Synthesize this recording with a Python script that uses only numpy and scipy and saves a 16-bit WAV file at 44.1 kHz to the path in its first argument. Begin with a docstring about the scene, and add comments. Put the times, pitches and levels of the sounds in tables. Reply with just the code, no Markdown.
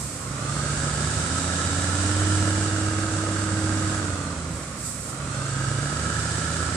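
"""A loaded log truck on a dirt road between forest edges, heard from behind as it draws away.
A puff of compressed air dies off as the load comes on; the diesel climbs through one gear and eases at the top.
It drops its revs for a shift with more puffs of air, then pulls again.
Uneven firings drive drone tones, thumps and gas roar; filtered noise and wavering tones make the stack's howl,
whine and whistles, higher when hot. Jet hiss follows the heat; a forest wash lies under it all."""
import sys
import numpy as np
from scipy import signal
from scipy.fft import rfft, irfft, next_fast_len
from scipy.io import wavfile
from scipy.ndimage import map_coordinates

SR = 44100
rng = np.random.default_rng(int(sys.argv[2]) if len(sys.argv) > 2 else 0)


def unload_audio(sound):
    """Save the sound as a 16-bit wav file, at the path given as the first command line argument."""
    columns = np.transpose(np.atleast_2d(sound))
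    # keep every value between -1 and 1, then stretch to whole-number steps
    steps = np.round(np.clip(columns, -1, 1) * 32767)
    wavfile.write(sys.argv[1], SR, steps.astype(np.int16))


N = 298094
TIME_S = np.arange(N) / SR


def amp(db):
    """Decibels to gain."""
    return 10 ** (np.asarray(db) / 20)


def unit(x):
    """Scale so that the mean of the channels has rms 1."""
    mid = np.atleast_2d(x).mean(0)
    return x / np.sqrt(np.mean(mid ** 2) + 1e-20)


def along(points, hz):
    """(Hz, value) points interpolated on a log frequency axis."""
    f, v = np.transpose(points)
    return np.interp(np.log(hz + 1), np.log(f + 1), v)


def shape(points):
    """A (Hz, dB) table as a gain of frequency."""
    return lambda hz: amp(along(points, hz))


def curve(points):
    """(s, value) points interpolated to one value per sample."""
    s, v = np.transpose(points)
    return np.interp(TIME_S, s, v)


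def wobble(knots_per_s):
    """A smooth random curve through normal knots."""
    knots = rng.standard_normal(int(N * knots_per_s / SR) + 4)
    return map_coordinates(knots, [np.arange(N) * knots_per_s / SR])


def lagged(x, lag_s):
    """x through a first-order lag."""
    keep = np.exp(-1 / (SR * lag_s))
    return x[0] + signal.lfilter([1 - keep], [1, -keep], x - x[0])


def filtered(x, response):
    """x times a response of frequency."""
    size = x.shape[-1]
    m = next_fast_len(size + SR // 4)
    return irfft(rfft(x, m) * response(np.fft.rfftfreq(m, 1 / SR)), m)[..., :size]


# left-right correlation of noise: f/Hz, correlation
LEFT_RIGHT_LIKENESS = [(100, .99), (330, .98), (480, .9), (720, .76), (1300, .62), (2000, .25), (3200, .08),
                       (5000, 0)]


def rush(colour, size=N):
    """Stereo noise of a given colour: alike in the bass, unrelated in the treble."""
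    def mid_side(hz):
        angle = np.arccos(np.clip(along(LEFT_RIGHT_LIKENESS, hz), -1, 1)) / 2
        return colour(hz) * np.array([np.cos(angle), np.sin(angle)])
    mid, side = filtered(rng.standard_normal((2, size)), mid_side)
    return unit(np.array([mid + side, mid - side]))


# engine speed: t/s, four-stroke cycles per s
CYCLES_PER_S = [(0, 13.83), (.25, 13.38), (.43, 14.12), (.97, 14.69), (1.4, 17.05), (1.75, 17.65),
                (2.24, 19.3), (2.6, 19.59), (3.1, 19.88), (3.7, 19.69), (3.97, 19.68), (4.2, 17.78),
                (4.51, 16.12), (4.7, 14.9), (4.96, 13.58), (5.25, 13.99), (5.65, 13.3), (5.9, 14.51),
                (6.21, 15.73), (6.55, 16.23), (6.76, 16.95)]
# engine load: t/s, load (1 = full)
ENGINE_LOAD = [(0, 0.068), (.17, 0.035), (.32, 0.24), (.46, 0.55), (.68, 0.78), (1.05, 0.88), (2.25, 1),
               (3, 0.72), (3.92, 0.76), (4.15, 0.48), (4.45, 0.24), (4.7, .07), (5.02, 0.015), (5.22, 0.42),
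               (5.58, 0.78), (6.3, 0.96), (6.76, 0.94)]
# push of the firings; thumps on as the engine slows, until the clutch opens: t/s, level/dB
FIRING_PUSH = [(0, -11), (.18, -19.5), (.32, -7.5), (.6, -1.5), (1.05, 0), (1.4, -2), (2.45, 1.5),
               (3, -0.5), (3.85, -0.5), (4.05, -4.5), (4.55, -3.5), (4.67, -10.5), (5.02, -19),
               (5.22, -7.5), (5.65, 1), (6.76, 0)]


def engine():
    """Speed in cycles per s, load and firing push in dB through the pull, the shift and the next pull."""
    load = np.maximum(curve(ENGINE_LOAD), 1e-3)
    return curve(CYCLES_PER_S), load, curve(FIRING_PUSH)


# strength of each firing within one cycle
CYLINDER_STRENGTHS = [.15, .3, 1.15, .35, .3, .2, .15, .4, .95, .25]


def firings(cycle, scatter=.07):
    """One impulse per firing, sized by how far that cylinder departs from the average, plus scatter."""
    strengths = np.array(CYLINDER_STRENGTHS)
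    uneven = strengths - np.mean(strengths)
    number = np.floor(cycle * len(strengths)).astype(int)
    at = np.flatnonzero(np.diff(number)) + 1
    train = np.zeros(N)
    train[at] = uneven[number[at] % len(strengths)] + scatter * rng.standard_normal(len(at))
    return train


def surges(train, life_s=0.00079):
    """Each firing pushes a short surge of gas through the pipe."""
    u = np.arange(SR // 20) / SR / life_s
    return unit(signal.fftconvolve(train, u * np.exp(-u))[:N])


# strong engine orders, multiples of the cycle rate
STRONG_ORDERS = (5, 10, 16)
# pipe resonance crossed by each order: f/Hz, half width/Hz, skirt steepness, peak level/dB at 0 dB push
DRONE_RESONANCES = [(94.9, 4.2, 1.37, -24.5), (128.7, 9.2, 0.79, -26), (323, 41.6, 1.9, -31)]


def drone(cycle, cycles_per_s, push_db):
    """Strong orders are tones in step with the firings, swelling near their pipe resonances."""
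    tones = 0
    for order, (hz, half_width_hz, steep, peak_db) in zip(STRONG_ORDERS, DRONE_RESONANCES):
        resonance = np.hypot(1, (order * cycles_per_s - hz) / half_width_hz) ** -steep
        phase = 2 * np.pi * order * cycle + 0.06 * wobble(14)
        level_db = peak_db + push_db + 0.45 * wobble(6)
        tones = tones + np.sqrt(2) * resonance * amp(level_db) * np.cos(phase)
    return tones


# colour of one thump out of the pipe: f/Hz, relative level/dB
THUMP_COLOUR = [(25, -38), (45, -16), (58, -5), (80, 10.5), (97, 0.5), (110, 15.5), (124, -9), (142, 3.5),
                (160, -18), (177, 1), (205, -10), (250, -8), (340, -6), (410, -12), (560, -10), (750, -19),
                (1100, -27), (2500, -80)]
RING_HZ, RING_WIDTH_HZ = 255, 90
CHUG_DB, CHUG_DB_PER_SPEED_DOUBLING = -34.5, -3


def chug(train, push_db, revs):
    """Firings thump out of the pipe, the upper part ringing on; two hard strokes a cycle make it limp."""
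    pole = lambda hz: RING_HZ ** 2 - hz ** 2 + 1j * hz * RING_WIDTH_HZ
    pipe = lambda hz: shape(THUMP_COLOUR)(hz) * np.conj(pole(hz)) / pole(hz)  # all-pass ring
    level_db = CHUG_DB + push_db + CHUG_DB_PER_SPEED_DOUBLING * revs
    return unit(filtered(train, pipe)) * amp(level_db)


# colour of the exhaust pipe: f/Hz, relative level/dB
PIPE_COLOUR = [(20, -36), (40, -25), (58, -42), (80, -2), (108, 3), (150, 2.5), (185, 0.5), (230, -3),
               (300, 0.5), (360, -4.5), (420, -8), (570, -3), (750, -10), (1100, -10.5), (2000, -13),
               (6000, -108)]
ROAR_DB, ROAR_DB_PER_LOAD_DOUBLING, ROAR_DB_PER_SPEED_DOUBLING = -31.5, 1.5, 6.5


def exhaust_roar(surge, effort, revs):
    """Turbulent gas roars out of the pipe, gusting with the firings."""
    level_db = ROAR_DB + ROAR_DB_PER_LOAD_DOUBLING * effort + ROAR_DB_PER_SPEED_DOUBLING * revs
    return rush(shape(PIPE_COLOUR)) * amp(level_db + 1.2 * surge)


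def heat_travel(heat, cold_drop):
    """Running sample count that slows when cold: cooler gas has a lower sound speed, so lower resonances."""
    return np.cumsum(1 - cold_drop * (1 - heat))


def stack_noise(modes, cold_drop, surge, level_db, heat):
    """Flow noise rings in stack resonances that glide with gas heat and rasp with the firings."""
    def ring(hz):
        return np.sqrt(sum(amp(db) ** 2 / (1 + ((hz - c) / w) ** 2) ** 3 for c, w, db in modes))
    travel = heat_travel(heat, cold_drop)
    gliding = np.array([map_coordinates(side, [travel]) for side in rush(ring, size=N + SR // 4)])
    return gliding * amp(level_db + 1.4 * surge + 0.44 * wobble(22.15))


# howling stack resonances: f/Hz when hot, width/Hz, relative level/dB
HOWL_MODES = [(1333, 51, 3.5), (1450, 83, -2)]
HOWL_COLD_DROP = .2  # share by which f lies lower when cold
HOWL_DB, HOWL_DB_PER_LOAD_DOUBLING, HOWL_DB_PER_SPEED_DOUBLING = -36.5, 5, 1


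def howl(surge, effort, revs, heat):
    """The stack's lower resonances, driven by the gas flow."""
    level_db = HOWL_DB + HOWL_DB_PER_LOAD_DOUBLING * effort + HOWL_DB_PER_SPEED_DOUBLING * revs
    return stack_noise(HOWL_MODES, HOWL_COLD_DROP, surge, level_db, heat)


# thinner resonances above the howl: f/Hz when hot, width/Hz, relative level/dB
WHINE_MODES = [(1692, 158, -1.5), (2400, 123, -16), (3036, 176, -13), (3700, 340, -18.5), (4040, 96, -14),
               (4900, 150, -11.5)]
WHINE_COLD_DROP = .26  # share by which f lies lower when cold
WHINE_DB, WHINE_DB_PER_LOAD_DOUBLING = -38.5, 4.5


def whine(surge, effort, heat):
    """The stack's higher resonances, driven by the gas flow."""
    level_db = WHINE_DB + WHINE_DB_PER_LOAD_DOUBLING * effort
    return stack_noise(WHINE_MODES, WHINE_COLD_DROP, surge, level_db, heat)


# resonances singing out: middle t/s, length/s, f/Hz when hot, level/dB
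STACK_WHISTLES = [(0.66, .25, 4830, -50), (1.6, 0.92, 3850, -47.5), (2.44, 1.1, 2910, -49.5),
                  (2.45, 0.22, 1800, -50), (4, 0.43, 1620, -44.5), (1.5, 1.9, 1350, -46),
                  (6.51, 0.86, 1355, -44), (6.03, 0.85, 1660, -50), (6.25, 0.93, 5300, -60),
                  (6.501, .6, 4300, -55)]
WHISTLE_WIDTH_HZ = 55


def whistles(heat):
    """The flow locks onto one stack resonance at a time or several, each a wavering whistle."""
    travel_s = heat_travel(heat, WHINE_COLD_DROP) / SR
    step_rad = np.sqrt(2 * np.pi * WHISTLE_WIDTH_HZ / SR)
    out = np.zeros((2, N))
    for middle_s, length_s, hz, db in STACK_WHISTLES:
        waver = np.cumsum(rng.standard_normal((2, N)), axis=1) * step_rad
        swell = np.exp(-2 * ((TIME_S - middle_s) / length_s) ** 2)
        out += 2 * amp(db) * swell * np.cos(2 * np.pi * hz * travel_s + waver)
    return out


# colour of the gas jet: f/Hz, relative level/dB
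JET_COLOUR = [(900, -5.5), (1900, -9), (2600, -8.5), (3400, -7), (4400, -6), (5400, -4.5), (6500, -3.5),
              (8100, 3), (9100, -6), (10500, -17), (11300, -20), (12500, -65)]
HISS_HOT_DB, HISS_COLD_CHANGE_DB, HISS_FADE_DB_PER_S = -31, -13.5, -0.5051


def hiss(surge, heat):
    """The fast gas jet hisses, louder when hot, fading as the truck draws away."""
    level_db = HISS_HOT_DB + HISS_COLD_CHANGE_DB * (1 - heat) + HISS_FADE_DB_PER_S * TIME_S
    return rush(shape(JET_COLOUR)) * amp(level_db + .5 * surge + 0.43 * wobble(14))


# compressed air let out by the shifts: t/s, level/dB, rise/s, decay t60/s
AIR_PUFFS = [(-.03, -36, 0.039, 1.65), (4.45, -44.5, 0.12, 1.3), (4.745, -41, 0.066, 0.55),
             (4.82, -36.5, 0.045, 1.1), (4.97, -42.5, 0.13, 0.28)]
# colour of the air valve: f/Hz, relative level/dB
AIR_COLOUR = [(2500, -32), (4500, -9), (6500, -7), (8000, 4.5), (9300, -4.5), (11000, -13), (14000, -23)]


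def shift_air():
    """Each puff of the air valve opens quickly and dies as the pressure falls."""
    flow = np.zeros(N)
    for start_s, db, rise_s, t60_s in AIR_PUFFS:
        age_s = TIME_S - start_s
        opening = np.clip(age_s / rise_s, 0, 1)
        decay = np.exp(-np.log(1000) * np.maximum(age_s - rise_s, 0) / t60_s)
        flow += amp(db) * opening * decay
    return flow * rush(shape(AIR_COLOUR))


# colour of the surroundings: f/Hz, relative level/dB
FOREST_COLOUR = [(20, -45), (35, -20), (65, 1), (130, -2.5), (240, -5), (400, -17), (540, -13.5),
                 (930, -23.5), (1080, -14.5), (1360, -8), (1550, -18.5), (2300, -19), (3200, -26),
                 (6500, -21.5), (8200, -19.5), (10500, -27.5), (13000, -63)]
FOREST_DB = -37


def surroundings():
    """Distant rumble and forest hiss: a wash of noise swaying slightly in level."""
    return rush(shape(FOREST_COLOUR)) * amp(FOREST_DB + 1.1 * wobble(3))


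REFERENCE_CYCLES_PER_S = 20
HEAT_LAG_S = .045
PIPE_FADE_DB_PER_S = -0.2773  # truck draws away


def scene():
    """Engine speed, load and push drive the truck's layers; air and forest are added."""
    cycles_per_s, load, push_db = engine()
    cycle = np.cumsum(cycles_per_s) / SR
    # in doublings
    effort, revs = np.log2(load), np.log2(cycles_per_s / REFERENCE_CYCLES_PER_S)
    heat = lagged(load, HEAT_LAG_S)
    train = firings(cycle)
    surge = surges(train)
    pipe = drone(cycle, cycles_per_s, push_db) + chug(train, push_db, revs)
    pipe = pipe + exhaust_roar(surge, effort, revs)
    pipe = pipe * amp(PIPE_FADE_DB_PER_S * TIME_S)
    stack = howl(surge, effort, revs, heat) + whine(surge, effort, heat) + whistles(heat)
    return pipe + stack + hiss(surge, heat) + shift_air() + surroundings()


# balance of the two microphone ports: f/Hz, left minus right level/dB
PORT_BALANCE = [(200, -3), (700, -3.5), (1050, -6.5), (1400, -9), (1800, -9.5), (2400, -4.5), (2950, 2.5),
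                (4000, -0.5), (4700, -5), (6000, -4.5), (7100, 3), (8300, -14.5), (10000, -9)]
TOP_HZ = 14200


def record(dry, lead_s=4.5e-5):
    """Each microphone port has its own colour; left hears lead_s earlier; cut at TOP_HZ."""
    def ports(hz):
        ratio = amp(along(PORT_BALANCE, hz))
        left = ratio * np.exp(2j * np.pi * hz * lead_s)
        return np.array([left, np.ones_like(left)]) * np.sqrt(2 / (1 + ratio ** 2))
    return filtered(filtered(dry, ports), lambda hz: hz < TOP_HZ)


dry = scene()
out = record(dry)
unload_audio(out)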